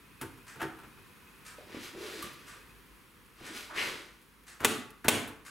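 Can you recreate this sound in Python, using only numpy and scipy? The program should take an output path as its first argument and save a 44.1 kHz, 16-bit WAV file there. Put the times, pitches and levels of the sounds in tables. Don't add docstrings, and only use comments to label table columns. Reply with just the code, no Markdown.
import sys
import numpy as np
from scipy import signal
from scipy.io import wavfile

SR = 44100
rng = np.random.default_rng(int(sys.argv[2]) if len(sys.argv) > 2 else 0)


def master_out(mix):
    frames = np.transpose(np.atleast_2d(mix))
    ceiling = np.clip(frames, -1, 1)
    pcm = np.round(ceiling * 32767).astype(np.int16)
    wavfile.write(sys.argv[1], SR, pcm)


N = 242837
T = np.arange(N) / SR
AGE = T[:SR]

# (frequency [Hz], level [dB])
BRIGHT_TICK = [(500, -33), (2500, 2.5), (5200, -7), (7500, -3), (11000, 2.5), (15500, -5.5)]
# (frequency [Hz], level [dB])
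SCUFF_SPECTRUM = [(100, -11.5), (350, 2), (650, -7.5), (1200, -1), (2200, 0), (3000, -1.5), (4500, -5),
                  (8000, -12), (12000, -15), (15500, -25)]
# (frequency [Hz], side over mid [dB])
ROOM_WIDTH = [(60, -11.5), (150, -7), (350, -10.5), (600, -14), (1150, -9), (2300, -8), (5000, -7),
              (7000, -21.5), (15000, -39)]


def knocks(ring_t60=0.071, rattle_db=-11, ring_in_room_db=-7, boom_rise_s=0.051):
    # (time [s], crack [dB], pan ring [dB], hob boom [dB], crack sent to the room [dB])
    hits = [(4.6468, -19, -22, -38.5, -21.5), (5.083, -18, -23, -31, -19.5)]
    # (frequency [Hz], level [dB])
    crack_spectrum = [(60, -23), (250, 8), (600, 2.5), (1200, 1), (2700, 3.5), (3600, 0.5), (5000, -6.5),
                      (7000, -1.5), (10500, -2), (15500, -9)]
    # (frequency [Hz], level [dB])
    pan_modes = [(232, 0.5), (272, -5), (446, 5), (610, -14), (722, -6), (882, 1.5), (1125, 5.5),
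                 (1174, -10), (1480, 1), (1760, -25), (2030, 2.5), (2120, -28), (2450, 3), (2622, 2.5),
                 (2843, -3.5), (3147, 0), (3394, -1.5), (3545, 2.5), (6480, -34), (6870, -6)]
    # (frequency [Hz], level [dB], t60 [s])
    hob_modes = [(100, 1.5, 0.43), (122, -3, 0.34), (225, -12, 0.26), (291.5, 1, 0.59), (422, 3, 0.49),
                 (440, -2.5, 0.63)]
    near, room_send, boom = np.zeros((3, N))
    for s, crack_db, ring_db, boom_db, room_db in hits:
        crack = burst(crack_spectrum, t60=0.059, click=0.29)
        rattle = amp(rattle_db) * burst(crack_spectrum, t60=0.077)
        pan = amp(ring_db) * blow(ring([(hz, db, ring_t60) for hz, db in pan_modes]))
        add(near, s, amp(crack_db) * (crack + rattle) + pan)
        add(boom, s, amp(boom_db) * blow(ring(hob_modes) * attack(boom_rise_s)))
        snap = blow(colour(impulse(), crack_spectrum))
        add(room_send, s, amp(room_db) * snap + amp(ring_in_room_db) * pan)
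    return direct(near) + boom + kitchen(room_send, build_s=0.064)


def prods(press_db=-3, swell_db=9, slip_s=0.0105, slip_db=-2, ring_db=-6,
          give_s=0.00389, rock_s=0.0155, rock_db=-1):
    # (contact time [s], press before it [s], thud [dB], clank [dB], tick of the tines [dB])
    jabs = [(.2135, 0.0054, -38.5, -41, -38.5), (0.3747, 0.00087, -70, -60, -60),
            (0.559, 0.011, -51, -52.5, -60), (.6055, .012, -49, -37.5, -58),
            (.617, 0.0027, -35, -33, -45.5), (.79, .005, -60, -53, -60), (.835, 0.0041, -53.5, -52.5, -70),
            (.9747, .002, -59, -59.5, -75), (4.2156, .001, -65, -77, -61),
            (4.6048, 0.0077, -40.5, -40, -47.5), (4.639, 0.015, -38.5, -34, -60),
            (5.0457, 0.00303, -33.5, -35.5, -45), (5.276, .003, -48.5, -48, -46)]
    # (frequency [Hz], level [dB])
    thud_spectrum = [(40, -22), (95, 6.5), (140, -1.5), (190, -5), (320, 2.5), (440, -1), (600, -17.5),
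                     (1200, -51), (4000, -55)]
    # (frequency [Hz], level [dB])
    clank_spectrum = [(200, -16), (520, -8), (760, -1.5), (950, -3.5), (1500, 1.5), (1900, -6.5),
                      (2700, -9), (4500, -20.5), (15000, -29.5)]
    # (frequency [Hz], level [dB], t60 [s])
    clank_modes = [(901.4, -9, 0.2), (1340, -0.5, 0.028), (1708, -15, 0.15)]
    contacts, rings = np.zeros((2, N))
    for s, press_s, thud_db, clank_db, tick_db in jabs:
        swell = (AGE < press_s) * amp(swell_db * np.minimum(AGE / press_s - 1, 0))
        press = unit_colour(swell * rng.standard_normal(SR), clank_spectrum)
        add(contacts, s - press_s, amp(clank_db + press_db) * press)
        add(contacts, s, amp(tick_db) * burst(BRIGHT_TICK, t60=0.097, click=0.29))
        for delay, db in [(0, clank_db), (slip_s, clank_db + slip_db)]:
            add(contacts, s + delay, amp(db) * burst(clank_spectrum, t60=0.1))
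            add(rings, s + delay, amp(db + ring_db) * blow(ring(clank_modes)))
        for k in range(3):
            thud = burst(thud_spectrum, t60=0.096, click=0.77)
            add(contacts, s + give_s + k * rock_s, amp(thud_db + k * rock_db) * thud)
    return rings + heard(contacts, direct_db=-2, room_db=-3, build_s=0.0051)


def steps(toe_s=0.025, toe_db=-3, toe_pitch=0.96, pat_db=-8, thump_in_room_db=-9):
    # (time [s], level [dB], thump pitch [Hz])
    footfalls = [(1.583, -49.5, 516), (1.67, -53.5, 320), (1.744, -42, 275), (1.949, -49.5, 318),
                 (2.24, -47.5, 213), (3.407, -51, 235)]
    thumps, pats = np.zeros((2, N))
    for s, heel_db, heel_hz in footfalls:
        for delay, db, hz in [(0, heel_db, heel_hz), (toe_s, heel_db + toe_db, heel_hz * toe_pitch)]:
            add(thumps, s + delay, amp(db) * thump(hz, width_hz=326, t60=0.06))
            hardness = hz / 600
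            pat = burst(SCUFF_SPECTRUM, t60=0.022, click=0.27)
            add(pats, s + delay, amp(db + pat_db) * hardness * pat)
    return thumps + heard(pats + amp(thump_in_room_db) * thumps, direct_db=-3.5, room_db=6.5, build_s=0.0089)


def slides(grains_per_s=1500, grain_spread_db=0.5, smooth_gain=0.78, pivot_hz=2200):
    # (time at full speed [s], rise [s], hold [s], t60 [s], level [dB], tilt [dB/octave])
    strokes = [(1.745, 0.097, 0.031, 0.22, -48.5, -2.5), (1.845, 0.086, 0.017, 0.33, -45, 1),
               (2.038, 0.11, 0.21, 0.52, -46, 0.5), (2.53, 0.45, 0.034, 0.41, -57, -0.5),
               (3.47, 0.13, .02, 0.49, -47.5, -1), (3.571, 0.067, 0.0056, 0.47, -42.5, 1.5),
               (3.784, 0.054, 0.089, 0.58, -37, -0.5)]
    powers = np.array([(amp(db) * foot_speed(*timing)) ** 2 for *timing, db, _ in strokes]) + 1e-14
    total_power = powers.sum(axis=0)
    tilt_db = np.array([tilt for *_, tilt in strokes]) @ powers / total_power
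    sizes = amp(grain_spread_db * np.minimum(rng.exponential(1, N), 4))
    grit = sizes * rng.choice([-1, 1], N) * (rng.random(N) < grains_per_s / SR)
    friction = unit(colour(unit(grit) + smooth_gain * rng.standard_normal(N), SCUFF_SPECTRUM))
    hz, times, bands = signal.stft(friction, SR, nperseg=256)
    octaves = np.log2(np.maximum(hz, 500) / pivot_hz)[:, None]
    hiss = signal.istft(bands * amp(octaves * np.interp(times, T, tilt_db)), SR)[1][:N]
    return np.sqrt(total_power) * hiss


def foot_speed(top_s, rise_s, hold_s, t60):
    rise = np.clip(1 + (T - top_s) / rise_s, 0, 1) ** 1.23
    return rise * amp(-60 * np.maximum(T - top_s - hold_s, 0) / t60)


def swish(width_hz=1100, fade_s=0.02):
    # (time [s], level [dB], centre [Hz])
    sweep = [(3.69, -45.5, 1050), (3.75, -47, 1210), (3.785, -29.5, 2210), (3.82, -34, 2300),
             (3.87, -49, 2150)]
    times, db, hz = np.transpose(sweep)
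    gate = np.clip(np.minimum(T - times[0], times[-1] - T) / fade_s, 0, 1)
    return gate * amp(np.interp(T, times, db)) * band(np.interp(T, times, hz), width_hz)


def judders(width_hz=135, pitch_drop=0.3, skew=0.86, swell_power=0.51):
    # (start [s], length [s], level [dB], top pitch [Hz])
    grips = [(1.752, .075, -51.5, 297), (1.916, 0.376, -47, 392), (3.487, 0.088, -47.5, 313),
             (3.71, .29, -52, 397)]
    out = np.zeros(N)
    for s, length_s, db, top_hz in grips:
        progress = np.clip((T - s) / length_s, 0, 1)
        arch = abs(np.sin(np.pi * progress ** skew))
        hz = top_hz * (1 - pitch_drop * (1 - arch))
        out += amp(db) * arch ** swell_power * band(hz, width_hz)
    return out


def clack(at_s=2.225, db=-41.5, tick_db=-1):
    body = thump(hz=1183, width_hz=160, t60=0.037)
    tick = amp(tick_db) * burst(BRIGHT_TICK, t60=0.089, click=0.33)
    out = np.zeros(N)
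    add(out, at_s, amp(db) * (body + tick))
    return heard(out, direct_db=0.5, room_db=0, build_s=0.01)


def clock(first_s=0.478, tick_db=-51.5, tock_early_s=0.017, tock_db=1.7,
          nudge_s=0.012, nudge_db=-5, settle_s=0.015, settle_db=-3):
    # (frequency [Hz], level [dB])
    tick_spectrum = [(300, -19), (900, -2), (1300, 7.5), (1900, 4), (3200, -3), (5500, -4), (8000, -2),
                     (11000, -6), (15000, -17)]
    out = np.zeros(N)
    for second in range(N // SR + 1):
        tock = second % 2
        s = first_s + second - tock * tock_early_s
        db = tick_db + tock * tock_db
        for delay, extra_db in [(-nudge_s, nudge_db), (0, 0), (settle_s, settle_db)]:
            tick = burst(tick_spectrum, t60=0.079) * attack(rise_s=0.0044)
            add(out, s + delay, amp(db + extra_db) * tick)
    return out


def crackle(pops_per_s=3, db=-67, spread_db=3.5):
    sizes = amp(spread_db * np.minimum(rng.exponential(1, N), 3))
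    pops = sizes * (rng.random(N) < pops_per_s / SR)
    return amp(db) * signal.fftconvolve(pops, burst(BRIGHT_TICK, t60=0.04, click=0.3))[:N]


def room_tone(side_db=3, hum_db=-69, whistle_db=-69.5, whistle_end_s=2.84, whistle_fade_s=0.088):
    # (frequency [Hz], level [dB])
    murmur_spectrum = [(20, -56), (45, -1), (110, 0.5), (230, 0), (400, -4), (510, -6), (590, -17),
                       (790, -14.5), (980, -5), (2400, -10), (4800, -19.5), (7500, -21.5), (10500, -17.5),
                       (15500, -21.5)]
    # (time [s], level [dB])
    murmur_drift = [(0, -58.5), (1.3, -57), (2.7, -57.5), (3.1, -59.5), (4.3, -61.5)]
    murmur_db = np.interp(T, *np.transpose(murmur_drift))
    mid, side = (unit(colour(noise, murmur_spectrum)) for noise in rng.standard_normal((2, N)))
    murmur = amp(murmur_db) * stereo(mid, amp(side_db) * side, ROOM_WIDTH)
    hum = amp(hum_db) * band(hz=50, width_hz=9)
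    whistle = band(hz=2520, width_hz=150)
    flicker = 1 + 0.7 * np.tanh(band(hz=12, width_hz=8))
    fade = np.clip((whistle_end_s - T) / whistle_fade_s, 0, 1)
    return murmur + hum + amp(whistle_db) * fade * unit(whistle * flicker)


def kitchen(x, build_s):
    # (frequency [Hz], t60 [s])
    decay_times = [(100, 0.76), (400, 0.39), (1200, 0.54), (2600, 0.44), (5000, 0.4), (9000, 0.33),
                   (15000, 0.32)]
    # (frequency [Hz], level [dB])
    tail_spectrum = [(60, -12), (110, -1.5), (200, -6), (400, -1.5), (700, -3.5), (2500, -4), (6000, -5),
                     (10000, -4), (15000, -10.5)]
    hz, times, bands = signal.stft(rng.standard_normal((2, SR)), SR, nperseg=256)
    decay = amp(-60 * times / read(decay_times, hz)[:, None])
    tails = signal.istft(bands * decay, SR)[1][:, :SR] * attack(build_s)
    responses = [colour(tail / np.linalg.norm(tail), tail_spectrum) for tail in tails]
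    mid, side = (signal.fftconvolve(x, response)[:N] for response in responses)
    return stereo(mid, side, ROOM_WIDTH)


def direct(x):
    # (frequency [Hz], side over mid [dB])
    direct_width = [(100, -23), (400, -19), (900, -9), (1900, -10.5), (4500, -8.5), (7000, -20),
                    (10500, -36), (15000, -27)]
    scatter = rng.standard_normal(128) * np.hanning(256)[128:]
    side = signal.fftconvolve(x, scatter / np.linalg.norm(scatter))[:N]
    return stereo(x, side, direct_width)


def heard(x, direct_db, room_db, build_s):
    return amp(direct_db) * direct(x) + amp(room_db) * kitchen(x, build_s)


def stereo(mid, side, width):
    side = colour(side, width)
    return np.array([mid + side, mid - side])


def burst(spectrum, t60, click=0.):
    chatter = blow(rng.standard_normal(SR) * amp(-60 * AGE / t60))
    return blow(colour(chatter + click * blow(impulse()), spectrum))


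def ring(modes):
    return sum(rng.choice([-1, 1]) * amp(db - 60 * AGE / t60) * np.sin(2 * np.pi * hz * AGE)
               for hz, db, t60 in modes)


def thump(hz, width_hz, t60):
    push = rng.standard_normal(SR) * amp(-60 * AGE / t60)
    return blow(resonate(resonate(push, hz, width_hz), hz, width_hz))


def band(hz, width_hz):
    return unit(resonate(resonate(rng.standard_normal(N), hz, width_hz), hz, width_hz))


def resonate(x, hz, width_hz):
    carrier = np.exp(2j * np.pi * np.cumsum(hz * np.ones(len(x))) / SR)
    pole = np.exp(-np.pi * width_hz / SR)
    return 2 * (carrier * signal.lfilter([1 - pole], [1, -pole], x / carrier)).real


def colour(x, spectrum):
    log_gain = np.log(amp(read(spectrum, abs(np.fft.fftfreq(4096, 1 / SR)))))
    taps = np.fft.ifft(np.exp(np.conj(signal.hilbert(log_gain)))).real
    return signal.fftconvolve(x, taps[:len(taps) // 2])[:len(x)]


def unit_colour(x, spectrum):
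    return colour(x, spectrum) / np.linalg.norm(colour(impulse(), spectrum))


def read(points, hz):
    point_hz, values = np.transpose(points)
    return np.interp(np.log(hz + 1), np.log(point_hz), values)


def impulse():
    return 1. * (AGE == 0)


def attack(rise_s):
    return 1 - np.exp(-AGE / rise_s)


def amp(db):
    return 10 ** (np.asarray(db) / 20)


def unit(x):
    return x / np.sqrt(np.mean(x ** 2) + 1e-20)


def blow(x):
    return x * np.sqrt(SR / 100 / np.sum(x ** 2))


def add(mix, s, sound):
    part = mix[round(s * SR):][:len(sound)]
    part += sound[:len(part)]


def scene():
    return (knocks() + prods() + crackle() + steps() + clack()
            + heard(slides() + judders() + swish(), direct_db=-1, room_db=-2, build_s=0.0037)
            + heard(clock(), direct_db=6, room_db=10.5, build_s=0.018)
            + room_tone())


def record(dry, cutoff_hz=15900):
    lowpass = signal.firwin(401, cutoff_hz, window=("kaiser", 8), fs=SR)
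    return signal.oaconvolve(dry, lowpass[None], "same")


dry = scene()
out = record(dry)
master_out(out)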